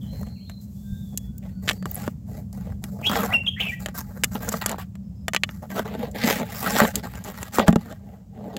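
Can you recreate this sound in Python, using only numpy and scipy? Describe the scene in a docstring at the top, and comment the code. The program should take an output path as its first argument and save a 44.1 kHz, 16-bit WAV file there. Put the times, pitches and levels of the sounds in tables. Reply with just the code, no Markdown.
"""A distant motor hums from the start, under faint outdoor hiss and the whistling of far birds.
A crab is prodded with a wooden stick in a wet plastic basin close by: stick-slip scrapes its legs over the floor,
impacts on shell and stick excite short damped modes, and soft and hard thumps set the basin's low modes booming.
Wet shell squeaks briefly, and a nearby bird chirps as a frequency-modulated whistle with faint overtones."""
import sys
import numpy as np
from scipy import signal
from scipy.fft import rfft, irfft
from scipy.io import wavfile
from scipy.ndimage import uniform_filter1d

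SR = 44100
rng = np.random.default_rng(int(sys.argv[2]) if len(sys.argv) > 2 else 0)


def output_pcm(signal):
    """Save a mono or channel-first signal as 16-bit PCM at the path in sys.argv[1].

    Samples are clipped to [-1, 1] before scaling.
    """
    pcm = np.clip(np.atleast_2d(signal).T, -1, 1) * 32767
    wavfile.write(sys.argv[1], SR, np.round(pcm).astype(np.int16))


N = 378378

# spectrum of the outdoor hiss: f/Hz, relative level/dB
AIR_SPECTRUM = [(100, 2.5), (600, 5), (1500, -14), (4000, -18), (7500, -14), (10000, -26.5), (15000, -18.5)]
# strength of the distant motor, used relative to its median: t/s, level/dB
MOTOR_LEVEL = [(0.0, -30), (0.5, -39), (1.0, -34), (3.2, -34.5), (4.6, -36), (5.0, -38), (6.8, -36),
               (7.3, -38.5), (8.2, -45), (8.58, -40)]
# spectrum of the motor's rumble: f/Hz, relative level/dB
MOTOR_SPECTRUM = [(15, -73), (25, -51.5), (29, -28.5), (35, -48.5), (54, -3), (70, -2), (108, -1.5),
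                  (161, -5), (193, 0.5), (209, -4.5), (227, -9), (265, -20.5), (387, -37.5), (420, -35),
                  (550, -38.5), (920, -120)]
# far birds, one list a syllable: t/s, pitch f/Hz, relative level/dB, rasp/1 (0 to 1)
FAR_SYLLABLES = [
    [(0.008, 3420, -49, 0.45), (0.05, 3030, -53, 0.22), (0.12, 3260, -59, 0.2)],
    [(0.07, 4056, -57, 0.1), (0.12, 4130, -47.5, 0.12), (0.25, 4220, -57, 0.22), (0.38, 4254, -52, 0.26),
     (0.52, 4136, -51, 0.044), (0.61, 4030, -55, 0.037)],
    [(0.355, 2900, -54, 0.15), (0.387, 2150, -61, .15), (0.415, 3150, -58, 0.15), (0.45, 3270, -69, 0.19),
     (0.495, 4000, -47, 0.15)],
    [(0.75, 3420, -68, 0.14), (0.98, 3640, -54, 0.2), (1.15, 3356, -61, 0.043), (1.28, 3420, -54, 0.024)],
    [(0.83, 1574, -67, 0.059), (0.95, 1586, -58, 0.22), (1.06, 1580, -84.5, 0.11)],
    [(1.27, 1450, -68, 0.088), (1.42, 1585, -73.5, 0.17), (1.6, 1430, -64, 0.087)],
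    [(1.5, 4350, -69, .1), (1.58, 4530, -63.5, 0.063), (1.78, 4630, -56, 0.13), (1.88, 4580, -52, 0.13)],
    [(5.03, 5130, -67, 0.36), (5.08, 5250, -72, 0.27)],
    [(5.15, 5140, -67, 0.24), (5.22, 5170, -67, 0.27)],
]
# near bird, one list a syllable: t/s, pitch f/Hz, relative level/dB, rasp/1 (0 to 1)
NEAR_SYLLABLES = [
    [(3.025, 2395, -41.5, 0.84), (3.052, 2580, -27.5, 0.36), (3.068, 3296, -19, 0.38),
     (3.085, 3305, -18.5, 0.13), (3.102, 3400, -40.5, .5)],
    [(3.305, 1980, -39.5, 0), (3.322, 1920, -29, 0.1), (3.335, 2680, -24, 0.5), (3.341, 2818, -15, 0),
     (3.354, 2740, -14, 0), (3.374, 2690, -19.5, 0.08)],
    [(3.456, 3660, -68, 0.1), (3.467, 3410, -21.5, 0), (3.473, 2550, -24, 0.17), (3.479, 3275, -18, 0.05),
     (3.488, 3200, -17, 0.12), (3.498, 3310, -26, .05)],
    [(3.562, 1780, -38.5, 0), (3.598, 2240, -33.5, 0.8), (3.606, 2930, -19.5, 0.65),
     (3.614, 3227, -19, 0.5), (3.628, 2850, -24.5, 0.74), (3.657, 2600, -30.5, 0.4),
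     (3.683, 2686, -27.5, 0.5), (3.697, 2340, -26, 0), (3.713, 2360, -29, 0.2)],
    [(3.716, 1834, -37.5, 0.3), (3.738, 1983, -28.5, .15), (3.755, 1880, -41, 0)],
]
# wet shell squeaking on plastic, one list a squeak: t/s, pitch f/Hz, relative level/dB, rasp/1 (0 to 1)
SHELL_SQUEAKS = [
    [(1.379, 15000, -43, 0.44), (1.382, 15100, -38, .4), (1.386, 14800, -56, .4)],
    [(1.911, 15300, -37, .4), (1.9135, 15000, -23, 0.44), (1.917, 14800, -46, .4)],
    [(1.943, 14200, -44, .6), (1.946, 12600, -26, 0.73), (1.949, 9500, -46, .6)],
    [(1.953, 15400, -37, .6), (1.955, 12300, -26, .6), (1.958, 6400, -23, .6)],
]
# modes of the basin floor: f/Hz, relative level/dB, decay time t60/s
BASIN_MODES = [(50, -27, 0.27), (178.2, -4, 0.13), (217.7, 4, 0.079), (450, -8, 0.083), (596.4, -4, 0.045),
               (702, -5.5, 0.04), (825.5, -7, 0.083), (1155, -7.5, 0.031), (1357, -6.5, 0.017),
               (1587, -16.5, 0.13), (1774, -24.5, 0.081), (1917, -11, 0.053)]
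# soft and hard thumps on the basin, the first a low handling bump: t/s, peak level/dB, contact time/ms
BASIN_THUMPS = [(0.922, -21, 11), (1.856, -24, 1.3), (2.078, -21, 2.2), (4.541, -15.5, 0.31),
                (5.797, -17.5, 0.71), (6.816, -12.5, 2.7), (7.589, -13, 0.98), (7.595, -13, 0.95),
                (7.683, -2.5, 1.07), (7.6911, -1, 1.53), (7.729, -12, 0.8), (7.76, -6, 1.5)]
# modes of shell and stick: f/Hz, relative level/dB, decay time t60/s
SHELL_MODES = [(611, -9.5, 0.04), (1187, -3, 0.042), (1780, -0.5, 0.044), (2080, -7, 0.012),
               (2150, -3, 0.016), (2530, -14, .02), (2983, 4, 0.033), (3400, 0, 0.033), (4350, -33, .016),
               (5590, -12.5, 0.021), (6950, -8, 0.012), (8220, -13.5, 0.014)]
# spectrum of a sharp contact: f/Hz, relative level/dB
CRACK_SPECTRUM = [(150, -7.5), (400, -8.5), (1000, -7), (1800, -2), (3100, -5), (4000, -7.5), (5500, -11),
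                  (7400, 1), (8800, -12), (12000, -7.5), (15500, -16)]
# hard contacts of shell, stick and basin: t/s, relative body level/dB, crack level/dB, tick level/dB
HARD_CONTACTS = [(0.231, -39, -57, -51), (0.497, -43, -44.5, -47.5), (1.175, -58, -44.5, -23.5),
                 (1.381, -76, -83, -48), (1.677, -28, -30.5, -44.5), (1.6816, -41.5, -23.5, -35),
                 (1.69, -39.5, -17.5, -30), (1.6962, -28, -19, -29.5), (1.7096, -25, -33, -36),
                 (1.7132, -39, -27, -39), (1.8258, -37, -45, -52), (1.8564, -24.5, -36.5, -39),
                 (2.0779, -20.5, -37.5, -44), (2.5284, -56, -73, -45.5), (2.84, -37.5, -38, -35),
                 (3.015, -35, -66, -51), (3.156, -22, -26, -49), (3.8601, -27, -27.5, -32.5),
                 (3.8857, -31.5, -39, -44), (4.2365, -27, -18, -21), (4.2426, -30, -20, -18.5),
                 (4.4894, -46, -40, -23), (4.5264, -48.5, -41, -30), (4.54, -18.5, -37.5, -46),
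                 (4.622, -30, -39.5, -45.5), (4.661, -23, -27, -18.5), (4.694, -34, -33, -29),
                 (4.715, -29, -40, -31.5), (4.7436, -26, -57, -64), (4.784, -32.5, -45, -50),
                 (4.9542, -49, -51.5, -54.5), (5.282, -22.5, -23, -30), (5.335, -29, -25, -33),
                 (5.3471, -22, -22, -28), (5.3633, -28.5, -16.5, -31.5), (5.4353, -30, -15.5, -32.5),
                 (5.4915, -36.5, -35, -64), (6.114, -62, -69, -45.5), (6.7055, -36, -36.5, -31),
                 (6.817, -17, -30, -46), (6.851, -17, -25, -44), (6.9559, -57, -32.5, -19),
                 (7.1542, -37.5, -44.5, -44), (7.2402, -54, -58, -39), (7.2467, -50, -55, -39.5),
                 (7.4296, -32, -35, -32), (7.544, -34, -48, -35), (7.585, -8.5, -26, -33),
                 (7.5952, -31, -22.5, -35), (7.599, -9.5, -37, -56), (7.6809, -12, -21, -27),
                 (7.7274, -33, -33.5, -41), (7.7585, -16, -31.5, -36.5), (8.5667, -56, -33.5, -38)]
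# spectrum of leg tips and water film: f/Hz, relative level/dB
SCRAPE_SPECTRUM = [(88, -54), (150, 4.5), (193, 5), (339, -13.5), (436, -1.5), (668, -3.5), (966, -10.5),
                   (1340, -8), (1630, -12), (2410, -23), (3910, -24.5), (5760, -32), (7560, -27.5),
                   (8830, -38.5), (15500, -24.5)]
# scuffs and wet slides of the legs, short and long:
# t/s, length/s, relative basin body level/dB, rasp level/dB, wet hiss level/dB
LEG_SCUFFS = [(0.0, .09, -55.5, -62, -62), (0.097, 0.13, -48.5, -57.5, -55.5),
              (0.256, 0.062, -51.5, -61, -65), (0.487, 0.025, -57, -61, -63),
              (0.603, 0.042, -83, -81, -57.5), (0.638, .49, -88, -96.5, -62), (1.12, .025, -49, -66.5, -75),
              (1.187, .08, -63, -69, -64), (1.417, 0.078, -53.5, -59.5, -63),
              (1.615, 0.13, -50.5, -55, -50.5), (1.847, 0.17, -48.5, -53, -48.5),
              (1.932, 0.129, -44, -46, -47), (2.258, 0.14, -46.5, -59, -57),
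              (2.525, 0.06, -48, -59.5, -57.5), (2.574, 0.13, -47, -54.5, -58),
              (2.816, 0.078, -52, -59, -55), (3.418, .06, -51, -57.5, -63), (3.583, 0.072, -47, -47, -48),
              (3.656, 0.079, -47.5, -60, -50), (3.79, .05, -46.5, -54, -48), (3.87, 0.025, -43, -43, -54),
              (3.941, 0.058, -45, -40, -37), (4.022, 0.25, -55.5, -59, -57.5),
              (4.305, 0.069, -46.5, -48, -45.5), (4.35, 0.015, -29, -34.5, -58),
              (4.395, 0.098, -38.5, -40, -43), (4.502, .07, -41, -39.5, -38.5),
              (4.61, 0.021, -48, -32.5, -44), (4.656, 0.075, -37.5, -37, -49),
              (4.777, 0.039, -48.5, -38, -46.5), (5.46, 0.1, -60, -56, -57),
              (5.619, 0.029, -40, -50, -56.5), (5.69, 0.05, -37.5, -41.5, -47.5),
              (5.748, 0.048, -29, -31.5, -39.5), (5.841, .11, -36, -44, -55.5),
              (5.965, 0.095, -32.5, -44, -53.5), (6.935, 0.049, -32.5, -38, -43),
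              (7.025, .04, -44.5, -41, -49), (7.056, 0.17, -52, -50.5, -54.5),
              (7.241, 0.062, -37, -40.5, -45), (7.315, .15, -50, -46, -49),
              (7.52, 0.074, -40.5, -34.5, -35.5), (7.596, .035, -23, -33, -63),
              (7.662, 0.029, -30, -31, -41), (7.76, 0.17, -46.5, -50, -57.5),
              (8.005, 0.17, -51.5, -63, -70.5), (8.306, 0.48, -40, -55.5, -66.5)]
# long drags of the whole crab, one curve each: t/s, relative basin body level/dB, rasp level/dB, hiss level/dB
CRAB_DRAGS = [
    [(2.92, -53, -60.5, -57), (2.956, -44.5, -71.5, -61), (3.01, -43.5, -53.5, -61),
     (3.056, -43, -50.5, -44.5), (3.136, -27, -26.5, -37), (3.248, -29.5, -33, -38.5),
     (3.284, -39.5, -42, -47), (3.34, -36.5, -38.5, -50), (3.41, -54, -69, -71)],
    [(6.13, -50, -74, -79), (6.15, -38, -46, -50), (6.226, -36, -32, -41.5), (6.244, -24.5, -28.5, -35.5),
     (6.29, -24, -29, -29.5), (6.334, -35.5, -31.5, -32), (6.412, -28, -39.5, -44), (6.424, -37, -48, -55),
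     (6.5, -42, -46, -49)],
    [(6.5, -45.5, -42.5, -45), (6.606, -49, -44, -38), (6.672, -27.5, -26.5, -36),
     (6.71, -28.5, -33.5, -32), (6.764, -24.5, -26.5, -36), (6.776, -35, -22.5, -25),
     (6.826, -19, -23.5, -33), (6.888, -33.5, -39.5, -42), (6.92, -57, -44, -46)],
]
# hiss of the water film under the restless crab, faintest while it stands still: t/s, relative level/dB
FILM_LEVEL = [(0.0, -67.5), (1.4, -70.5), (2.2, -74), (4.0, -68.5), (4.8, -65.5), (4.95, -81), (5.3, -72.5),
              (5.55, -65), (7.9, -66), (8.05, -82)]
# balance of the rasp's upper and lower halves over time: t/s, upper over lower level/dB
RASP_BALANCE = [(0.0, -2.5), (2.0, -2.5), (3.2, -7.5), (4.7, -6), (5.75, -7.5), (6.05, 0.5), (6.3, 3),
                (6.75, -3.5), (7.2, -2), (8.0, -7)]

# pitch of a contact with crack and body columns equal, and the excess of crack that raises it an octave
CRACK_HZ, HARDNESS_DB_PER_OCTAVE = 1800, 31.5
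# a scuff takes hold over part of its length; its decay time is this plus its length
ATTACK_SHARE, RELEASE_T60_S = 0.27, 0.059
DRAG_GAIN_DB = np.array([[-0.27], [1.17], [1]])  # gain of the drags in body, rasp, hiss
TOP_HZ = 15750


def undb(db):
    """Decibel law: level to amplitude ratio."""
    return 10 ** (np.asarray(db) / 20)


def unit(x):
    """Normalisation to an rms of 1."""
    return x / np.sqrt(np.mean(x ** 2) + 1e-18)


def unit_energy(x):
    """Normalisation to a total energy of 1."""
    return x / np.sqrt(np.sum(x ** 2))


def curves(rows):
    """Linear interpolation of each table column over the whole time."""
    s, *columns = np.transpose(rows)
    return [np.interp(np.arange(N) / SR, s, c) for c in columns]


def add(out, s, x):
    """Superposition of x on out from time s."""
    i = max(int(s * SR), 0)
    out[i:i + len(x)] += x[:max(N - i, 0)]


def walk(rate, size=N):
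    """Smoothed random steps, rate per second, with a spread of about 1."""
    k = max(int(SR / rate), 1)
    steps = np.repeat(rng.standard_normal(size // k + 1), k)
    return np.sqrt(3 / 2) * uniform_filter1d(steps, k)[:size]


def fade(t, t60):
    """Exponential decay of 60 dB in t60 seconds."""
    return np.exp(-np.log(1000) * t / max(t60, 1e-4))


def colour(x, points, size=8192):
    """Minimum-phase filter through (f/Hz, level/dB) points, by folding the cepstrum."""
    hz, db = np.transpose(points)
    bins_hz = np.arange(size // 2 + 1) * SR / size
    gain = undb(np.interp(np.log(bins_hz + 1), np.log(hz), db))
    cepstrum = irfft(np.log(gain))
    cepstrum[1:size // 2] *= 2
    cepstrum[size // 2 + 1:] = 0
    response = irfft(np.exp(rfft(cepstrum, size)))
    return through(x, response)


def band(x, lo_hz, hi_hz, order=3):
    """Butterworth band-pass filter."""
    edges_hz = [lo_hz, min(hi_hz, SR * .49)]
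    return signal.sosfilt(signal.butter(order, edges_hz, "band", fs=SR, output="sos"), x)


def through(x, response):
    """Convolution: the output of a linear system with this impulse response."""
    return signal.fftconvolve(x, response)[:len(x)]


def ring(modes, scatter_db, detune, size=6000):
    """Modal superposition: damped sines of unit total energy, weighted anew for each contact point."""
    t = np.arange(size) / SR
    y = np.zeros(size)
    for hz, db, t60 in modes:
        weight, shift, sign = rng.standard_normal(3)
        gain = np.sign(sign) * undb(db + scatter_db * weight)
        y += gain * fade(t, t60) * np.sin(2 * np.pi * hz * (1 + detune * shift) * t)
    return unit_energy(y)


def air():
    """Broadband noise: a faint, even outdoor hiss."""
    return undb(-63) * unit(colour(rng.standard_normal(N), AIR_SPECTRUM))


def hum():
    """Narrow-band noise plus a frequency-modulated tone: the distant motor's rumble and wavering note."""
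    db, = curves(MOTOR_LEVEL)
    rumble = unit(colour(rng.standard_normal(N), MOTOR_SPECTRUM)) * undb(walk(9))
    pitch_hz = 195 * (1 + 0.027 * walk(14))
    tone = np.sin(2 * np.pi * np.cumsum(pitch_hz) / SR) * undb(0.79 * walk(21))
    return unit(rumble + undb(-3.5) * tone) * undb(-35.2 + db - np.median(db))


def yard(x, wet_db, t60, size=30000):
    """Diffuse reflection: scattered, decaying echoes from walls and trees."""
    echoes = rng.standard_normal(size) * fade(np.arange(size) / SR, t60)
    echoes[:int(.012 * SR)] = 0  # no echo in the first 12 ms
    return x + undb(wet_db) * through(x, unit_energy(echoes))


def song(syllables, rasp_depth, rasp_rate, overtone_db, trill_depth=0, trill_hz=0):
    """Frequency and amplitude modulation: a gliding whistle with overtones, roughened by flutter and trill."""
    out = np.zeros(N)
    for rows in syllables:
        s, *columns = np.transpose(rows)
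        t = np.arange(s.min(), s.max(), 1 / SR)
        hz, db, rasp = (np.interp(t, s, c) for c in columns)
        trill = trill_depth * np.sin(2 * np.pi * trill_hz * (t - t[0]))
        wobble = rasp_depth * walk(rasp_rate, size=len(t)) + trill
        phase = 2 * np.pi * np.cumsum(hz * (1 + rasp * wobble)) / SR
        flutter = (1 + rasp * walk(rasp_rate, size=len(t))) / np.sqrt(1 + rasp ** 2)
        edges = np.clip(np.minimum(t - t[0], t[-1] - t) / 0.0057, 0, 1)
        # overtones above half the sample rate are left out
        overtones = sum(np.sin(k * phase) * (k * hz < SR / 2) / np.sqrt(k) for k in range(2, 5))
        whistle = np.sin(phase) + undb(overtone_db) * overtones
        add(out, t[0], np.sqrt(2) * undb(db) * edges * flutter * whistle)
    return out


def birds():
    """Direct-to-reverberant ratio as distance: one bird close by, others far off with much echo."""
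    far = song(FAR_SYLLABLES, rasp_depth=.03, rasp_rate=350, overtone_db=-45, trill_depth=.15, trill_hz=108)
    near = song(NEAR_SYLLABLES, rasp_depth=.07, rasp_rate=1100, overtone_db=-32, trill_depth=.11, trill_hz=290)
    return undb(-7.5) * yard(far, wet_db=0, t60=.32) + undb(-1) * yard(near, wet_db=-12, t60=.36)


def squeaks():
    """Periodic stick-slip: wet shell sticks and slips so fast that it whistles."""
    whistle = song(SHELL_SQUEAKS, rasp_depth=.06, rasp_rate=3100, overtone_db=-40)
    return undb(7) * band(whistle, 6000, 18000)


def thumps():
    """Contact time as a low-pass filter: a softer, longer push leaves only the basin's lowest modes."""
    out = np.zeros(N)
    for s, peak_db, contact_ms in BASIN_THUMPS:
        push = np.hanning(max(int(contact_ms * SR / 1000), 3))
        boom = through(ring(BASIN_MODES, scatter_db=3.9, detune=.004), push)
        boom = band(boom, 49, 5000, order=1)
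        add(out, s, undb(peak_db) * boom / np.abs(boom).max())
    return out


def clacks(size=3000):
    """Impact excitation: a crack with a crumbling tail rings the shell; harder contacts pitch it higher."""
    out, t = np.zeros(N), np.arange(size) / SR
    for s, body_db, crack_db, tick_db in HARD_CONTACTS:
        octaves = np.clip((crack_db - body_db) / HARDNESS_DB_PER_OCTAVE, -.6, .7)
        hz = CRACK_HZ * 2 ** octaves
        push = undb(-21) * rng.standard_normal(size) * fade(t, .025)
        push[0] += 1
        crack = colour(push, CRACK_SPECTRUM)
        # the struck spot itself rings for only a few cycles
        crack = crack + undb(5) * band(crack, hz / 1.15, hz * 1.27, order=1)
        blow = unit_energy(crack) + undb(-9) * ring(SHELL_MODES, scatter_db=3, detune=.03, size=size)
        # the rough shell skids a little as it lands, which spreads the treble over a few milliseconds
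        skid = colour(rng.standard_normal(size) * fade(t, .02), CRACK_SPECTRUM)
        body = unit(band(blow, 230, 850)) * undb(body_db - 13.5)
        snap = unit(band(blow, 1100, 5100)) * undb(crack_db - 10.5)
        tick = unit(band(unit(blow) + unit(skid), 4800, 19000, order=4)) * undb(tick_db - 11)
        add(out, s, body + snap + tick)
    return out


def slips(rate, spread_db):
    """Random stick-slip: tiny releases, rate per second on average, most weak and a few strong."""
    size = undb(spread_db * np.minimum(rng.exponential(size=N), 3.5))
    x = (rng.random(N) < rate / SR) * size * rng.choice([-1, 1], N)
    return unit(x)


def leg_tip(t60, size=400):
    """Dense modal overlap: a contact point rings as decaying noise of unit energy."""
    return unit_energy(rng.standard_normal(size) * fade(np.arange(size) / SR, t60))


def strokes(grit, response, size=3000):
    """Moving excitation: the leg tips move on, so every short overlapping stroke meets a new response."""
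    out = np.zeros(N)
    for i in range(0, N, size // 2):
        stroke = grit[i:i + size]
        window = np.hanning(size)[:len(stroke)]
        add(out, i / SR, signal.fftconvolve(stroke * window, response()))
    return unit(out)


def leg_pressure():
    """Power envelopes of body, rasp and hiss: scuffs and slides rise, hold and let go; drags follow curves."""
    t = np.arange(N) / SR
    power = np.zeros((3, N))
    power[2] = undb(curves(FILM_LEVEL)[0]) ** 2
    for s, length, *db in LEG_SCUFFS:
        age = t[:int((length + .5) * SR)]
        attack = np.minimum(age / max(ATTACK_SHARE * length, 1e-3), 1)
        # once the leg lets go, a long scuff dies away more slowly
        release = fade(np.maximum(age - length, 0), RELEASE_T60_S + length)
        for layer, gain in zip(power, undb(db)):
            add(layer, s, (gain * attack * release) ** 2)
    for rows in CRAB_DRAGS:
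        outside_s = np.abs(t - np.clip(t, rows[0][0], rows[-1][0]))
        edges = fade(np.minimum(outside_s, 1), RELEASE_T60_S)
        drag = undb(curves(rows) + DRAG_GAIN_DB) * edges
        power = np.maximum(power, drag ** 2)
    return np.sqrt(power)


def scraping():
    """Stick-slip friction: juddering slips shake the basin, rasp in the leg tips and hiss in the water film."""
    body_gain, rasp_gain, hiss_gain = leg_pressure()
    judder = undb(2.5 * walk(115))
    grit = slips(rate=900, spread_db=4.7) + undb(-10) * rng.standard_normal(N)
    grit = unit(grit * judder)
    basin = strokes(grit, lambda: ring(BASIN_MODES, scatter_db=3, detune=.025, size=2400))
    tips = unit(colour(strokes(grit, lambda: leg_tip(t60=.005)), SCRAPE_SPECTRUM))
    film = unit(colour(rng.standard_normal(N), SCRAPE_SPECTRUM))

    body = unit(band(tips + undb(2.5) * basin, 204, 900))
    balance = undb(curves(RASP_BALANCE)[0])
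    lower = unit(band(tips + undb(0.5) * basin, 890, 2200))
    upper = unit(band(tips + undb(-6) * film, 1930, 4970))
    rasp = (lower + balance * upper) / np.sqrt(1 + balance ** 2)
    # a leg that presses hard grinds; a light one glides on the water with a smooth hiss
    grip = np.clip((20 * np.log10(rasp_gain + 1e-9) + 81) / 28, .1, .92)
    glide = np.sqrt(np.maximum(1 - grip ** 2, 0))
    hiss = grip * unit(band(tips, 4360, 14770)) + glide * unit(band(film, 5200, 14770))
    return body * body_gain * undb(3.15) + rasp * rasp_gain * undb(3.64) + hiss * hiss_gain * undb(1.16)


def scene():
    """Superposition of all sources, from the background to the crab, in one channel."""
    return (air() + hum() + birds() + squeaks() + thumps() + clacks() + scraping())[None]


def record(dry):
    """Saturation and band limiting: peaks clip at full scale and an elliptic low-pass cuts the highest treble."""
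    low_pass = signal.ellip(8, .2, 70, TOP_HZ, fs=SR, output="sos")
    return signal.sosfilt(low_pass, np.clip(dry, -1, 1))


dry = scene()
out = record(dry)
output_pcm(out)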